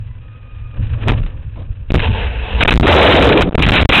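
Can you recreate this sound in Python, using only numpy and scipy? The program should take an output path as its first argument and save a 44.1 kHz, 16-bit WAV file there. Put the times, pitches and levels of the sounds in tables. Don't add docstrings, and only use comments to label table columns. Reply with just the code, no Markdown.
import sys
import numpy as np
from scipy.fft import rfft, irfft, next_fast_len
from scipy.io import wavfile
from scipy.ndimage import map_coordinates

SR = 44100
rng = np.random.default_rng(int(sys.argv[2]) if len(sys.argv) > 2 else 0)


def dump(signal):
    limited = np.clip(np.atleast_2d(signal).T, -1, 1)
    pcm = np.round(limited * 32767).astype(np.int16)
    wavfile.write(sys.argv[1], SR, pcm)


N = 176400

# time in seconds, level in dB.
ENGINE_LEVELS = [(0, -37), (.3, -36.5), (.55, -38), (.74, -38), (.79, -19), (.97, -24.5), (1.15, -20),
                 (1.35, -67), (1.9, -42.5), (2.1, -51)]
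# time in seconds, then rumble, drumming and rattle levels in dB.
RIDE_LEVELS = [(0, -19, -53, -52.5), (.12, -26.5, -54.5, -53.5), (.73, -23.5, -51.5, -50.5),
               (.78, -15, -36, -46.5), (.84, -14.5, -44.5, -36.5), (.89, -10, -44, -47),
               (.94, -10.5, -40, -36.5), (.98, -13, -37, -47.5), (1.03, -8.5, -32.5, -31.5),
               (1.06, -9, -25, -41), (1.16, -7.5, -32.5, -39.5), (1.27, -12.5, -38.5, -42),
               (1.3, -18, -41.5, -49), (1.52, -24, -55, -54), (1.59, -14.5, -40.5, -52),
               (1.68, -18.5, -49.5, -53.5), (1.87, -20.5, -55.5, -56), (1.95, -3.5, -47, -35),
               (2.4, -21.5, -43, -60)]
# frequency in Hz, relative level in dB.
RUMBLE_SPECTRUM = [(12, -13), (25, 2), (60, -8.5), (115, -12), (170, -32), (300, -46), (800, -108)]
DRUM_SPECTRUM = [(60, -17), (150, -10), (250, 4.5), (380, -6.5), (500, 0), (750, -13.5), (1200, -11),
                 (2500, -48)]
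RATTLE_SPECTRUM = [(300, -12.5), (900, -4.5), (1300, -5.5), (1750, 0), (2050, -8.5), (2550, 0.5),
                   (3300, -8.5), (4500, -17.5)]
PANEL_SPECTRUM = [(60, -7), (200, 11), (480, 7), (750, 6), (1400, 7.5), (1950, 5), (2450, 7), (3100, 5),
                  (4500, -0.5)]
THUD_SPECTRUM = [(40, 9.5), (150, 0.5), (260, -8.5), (550, -12.5), (1000, -19), (3000, -70.5)]
SLIDE_SPECTRUM = [(100, -2), (320, 0.5), (700, 4.5), (1100, -8.5), (1600, 3), (2050, 0.5), (2800, 4.5),
                  (3500, -16), (4500, -10)]
# start and length in seconds, pitch in Hz, level in dB.
TYRE_SQUEALS = [(0.047, .17, 1010, -58), (0.188, 0.618, 1257, -53)]
# start in seconds, level in dB, seconds until it fades,
# then thud and screech in dB relative to that level.
BODY_BLOWS = [(1.016, -44.5, 0.024, 15.5, 1), (1.072, -25.5, 0.022, 20, -23), (1.082, -1.5, 0.0045, 4, -6),
              (1.107, -20, 0.011, 21, -17.5), (1.176, -30.5, 0.0039, 11, -11),
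              (1.256, -31.5, 0.0044, -6, -21), (1.322, -56, .015, 13, -23),
              (1.556, -47.5, 0.067, 18.5, -17), (1.904, -18.5, .008, 19.5, -8), (1.92, -6, 0.03, 16.5, -10),
              (1.991, -9, 0.0043, -0.5, -19), (2.607, 1.5, 0.0022, -15.5, -15),
              (2.626, -7.5, 0.027, 10, -6), (2.678, 3, .02, -9.5, -6.5), (2.718, 4.5, 0.0086, -0.5, -14.5),
              (2.75, -10.5, 0.056, 11.5, -1), (2.828, -10, 0.011, 7.5, -32), (2.859, 11.5, .006, 0.5, -21),
              (3.322, -1.5, 0.0034, -2, -6), (3.373, -7.5, 0.0063, 3.5, 0), (3.404, -3.5, 0.013, 8.5, -7),
              (3.551, -7, .012, 1, -4), (3.581, -17, 0.0073, 19, -27), (3.591, -16, .016, 13.5, -9),
              (3.622, -7, 0.0033, 6.5, 12.5), (3.638, -9, 0.041, 6.5, -21.5), (3.685, 17, 0.013, 4.5, -5.5),
              (3.734, -0.5, 0.059, -4.5, -6), (3.802, -6, 0.0415, 5, -32), (3.884, 9, 0.0058, 3, -0.5),
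              (3.922, 21, 0.064, -10.5, -5)]
# pitch and width in Hz, relative level in dB.
METAL_RESONANCES = [(2373, 90, -2.5), (2489, 120, 3.5), (2717, 46, -9), (3090, 280, -12.5)]
SIDE_RESONANCES = [(207, 46, 0), (448.5, 27, 5.5), (496, 31, -1.5), (741, 38, -2.5), (871, 33, 3),
                   (970, 19, -8.5), (2630, 92, -4), (2920, 480, -11)]
# start and length in seconds, rate in Hz, level in dB.
FRAME_SHUDDERS = [(1.123, .17, 36.1, -13.5), (1.904, .095, 52.4, -4.5), (1.998, 0.46, 64.1, -13),
                  (2.539, .075, 58.3, -7), (2.716, 0.1123, 47.37, 11.5), (2.852, .45, 75.07, 2),
                  (3.588, 0.081, 62.4, -7), (3.719, .14, 71.73, -5)]
# time in seconds, level in dB.
SLIDE_LEVELS = [(1.93, -60), (1.97, -22.5), (2.03, -16.5), (2.1, -25), (2.22, -19.5), (2.32, -27),
                (2.48, -26.5), (2.6, -22.5), (2.66, -49)]
# start and length in seconds, strength (plus pushes, minus pulls).
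AIR_JOLTS = [(2.661, 0.015, 40), (2.697, 0.011, -19), (2.788, .011, 12), (3.492, 0.054, 0.97),
             (3.554, 0.025, -3), (3.661, 0.022, -0.8), (3.707, .013, 29), (3.856, 0.036, 28)]
# time in seconds, groan level in dB, its pitch in Hz, grit level in dB.
ROOF_GRIND = [(2.81, -37, 350.3, -40), (2.835, -9.5, 348.4, -38.5), (2.89, -0.5, 429.8, 5.5),
              (3.0, 3, 600, 7), (3.12, 2, 500, 4.5), (3.28, -1, 350.8, -0.5), (3.35, -7.5, 419.4, -20),
              (3.425, -6.5, 312.5, -2.5), (3.44, -17.5, 274.4, -38), (3.5, -13, 225.3, -22.5),
              (3.56, -12.5, 233, -25)]


def amp(db):
    return 10 ** (np.asarray(db) / 20)


def unit(x):
    return x / np.sqrt(np.mean(x ** 2) + 1e-20)


def clock():
    return np.arange(N) / SR


def curves(rows):
    times, *columns = np.transpose(rows)
    return [np.interp(clock(), times, column) for column in columns]


def wobble(rate):
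    return map_coordinates(rng.standard_normal(4000), [np.arange(N) * rate / SR], mode="mirror")


def filtered(x, response):
    size = next_fast_len(N + SR // 2)
    return irfft(rfft(x, size) * response(np.fft.rfftfreq(size, 1 / SR)), size)[:N]


def coloured(x, spectrum):
    freqs, db = np.transpose(spectrum)
    return unit(filtered(x, lambda hz: amp(np.interp(np.log(hz + 1), np.log(freqs), db))))


def resonant(x, resonances):
    def response(hz):
        return sum(amp(db) * 1j * hz * width / (pitch ** 2 - hz ** 2 + 1j * hz * width)
                   for pitch, width, db in resonances)
    return unit(filtered(x, response))


def grit(rate, clump_db):
    return rng.standard_normal(N) * amp(clump_db * np.clip(wobble(rate), -2, 2))


def window(start, length, fade_s):
    age = clock() - start
    return np.sin(np.pi / 2 * np.clip(np.minimum(age, length - age) / fade_s, 0, 1)) ** 2


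def phase(hz):
    return 2 * np.pi * np.cumsum(hz) / SR


def engine(start_hz=117, sag_hz_per_s=7, octave_db=-24.5):
    level_db, = curves(ENGINE_LEVELS)
    angle = phase((start_hz - sag_hz_per_s * clock()) * (1 + .04 * wobble(30)))
    drone = sum(amp(octave_db * np.log2(k)) * np.sin(k * angle) for k in range(1, 6))
    return unit(drone) * amp(level_db + 1.7 * wobble(36))


def ride():
    rumble_db, drum_db, rattle_db = curves(RIDE_LEVELS)
    rumble = amp(rumble_db) * coloured(grit(28, 2.9), RUMBLE_SPECTRUM)
    drumming = amp(drum_db) * coloured(grit(78, 2.0), DRUM_SPECTRUM)
    rattle = amp(rattle_db) * coloured(grit(130, 2.8), RATTLE_SPECTRUM)
    return rumble + drumming + rattle


def tyres(sag_hz_per_s=70, octave_db=-1.5):
    out = np.zeros(N)
    for start, length, hz, db in TYRE_SQUEALS:
        waver = 1 + .006 * wobble(25) + .011 * wobble(400)
        angle = phase((hz - sag_hz_per_s * (clock() - start)) * waver)
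        squeal = np.sin(angle) + amp(octave_db) * np.sin(2 * angle)
        flutter = amp(2.5 * wobble(45))
        out += amp(db) * flutter * window(start, length, fade_s=.079) * squeal
    return out


def blows(rise_s=.0011, fade_60_db_s=.07):
    crunch, thud, screech = np.zeros((3, N))
    for start, db, hold, thud_db, screech_db in BODY_BLOWS:
        age = clock() - start
        faded_db = 60 * np.clip((age - hold) / fade_60_db_s, 0, 2)
        force = np.clip(age / rise_s, 0, 1) * amp(db - faded_db)
        crunch += force
        thud += force * amp(thud_db)
        screech += force * amp(screech_db)
    return (crunch * coloured(grit(220, 2.6), PANEL_SPECTRUM)
            + thud * coloured(grit(100, 1.2), THUD_SPECTRUM)
            + screech * resonant(grit(90, 7.5), METAL_RESONANCES))


def shudders():
    out = np.zeros(N)
    for start, length, hz, db in FRAME_SHUDDERS:
        uneven_hz = hz * (1 + .22 * wobble(60))
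        swing = np.sin(phase(uneven_hz * (clock() > start)))
        flutter = amp(2.5 * wobble(35))
        out += amp(db) * flutter * window(start, length, fade_s=.0065) * swing
    return out


def slide(hiss_db=-4, ring_db=-.5):
    level_db, = curves(SLIDE_LEVELS)
    hiss = amp(hiss_db) * coloured(grit(300, 1.3), SLIDE_SPECTRUM)
    ring = amp(ring_db) * resonant(grit(29.9, 4.4), SIDE_RESONANCES)
    return amp(level_db) * window(1.9, .93, fade_s=.022) * (hiss + ring)


def jolts():
    return sum(push * window(start, length, fade_s=.0014) for start, length, push in AIR_JOLTS)


def grind(spread_hz=215, wander_hz=54.76):
    def low_noise():
        return unit(filtered(rng.standard_normal(N), lambda hz: 1 / (1 + (hz / spread_hz) ** 2)))
    groan_db, pitch_hz, grit_db = curves(ROOF_GRIND)
    angle = phase(pitch_hz + wander_hz * wobble(40))
    groan = unit(low_noise() * np.cos(angle) + low_noise() * np.sin(angle))
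    tearing = coloured(grit(160, 6.2), PANEL_SPECTRUM)
    return window(2.78, .8, fade_s=.02) * (amp(groan_db) * groan + amp(grit_db) * tearing)


def scene():
    return (engine() + ride() + tyres() + slide() + grind() + blows() + shudders() + jolts())[None]


def record(dry):
    limit, ceiling = .56, .725
    bass_cut_hz, treble_cut_hz, top_hz = 67, 3914, 16000
    pinned = dry[0] / (1 + np.abs(dry[0] / limit) ** 8) ** (1 / 8)

    def narrow_band(hz):
        bass_cut = 1j * hz / (bass_cut_hz + 1j * hz)
        return bass_cut / np.sqrt(1 + (hz / treble_cut_hz) ** 56)
    clipped = np.clip(filtered(pinned, narrow_band), -ceiling, ceiling)
    return filtered(clipped, lambda hz: hz < top_hz)[None]


dry = scene()
out = record(dry)
dump(out)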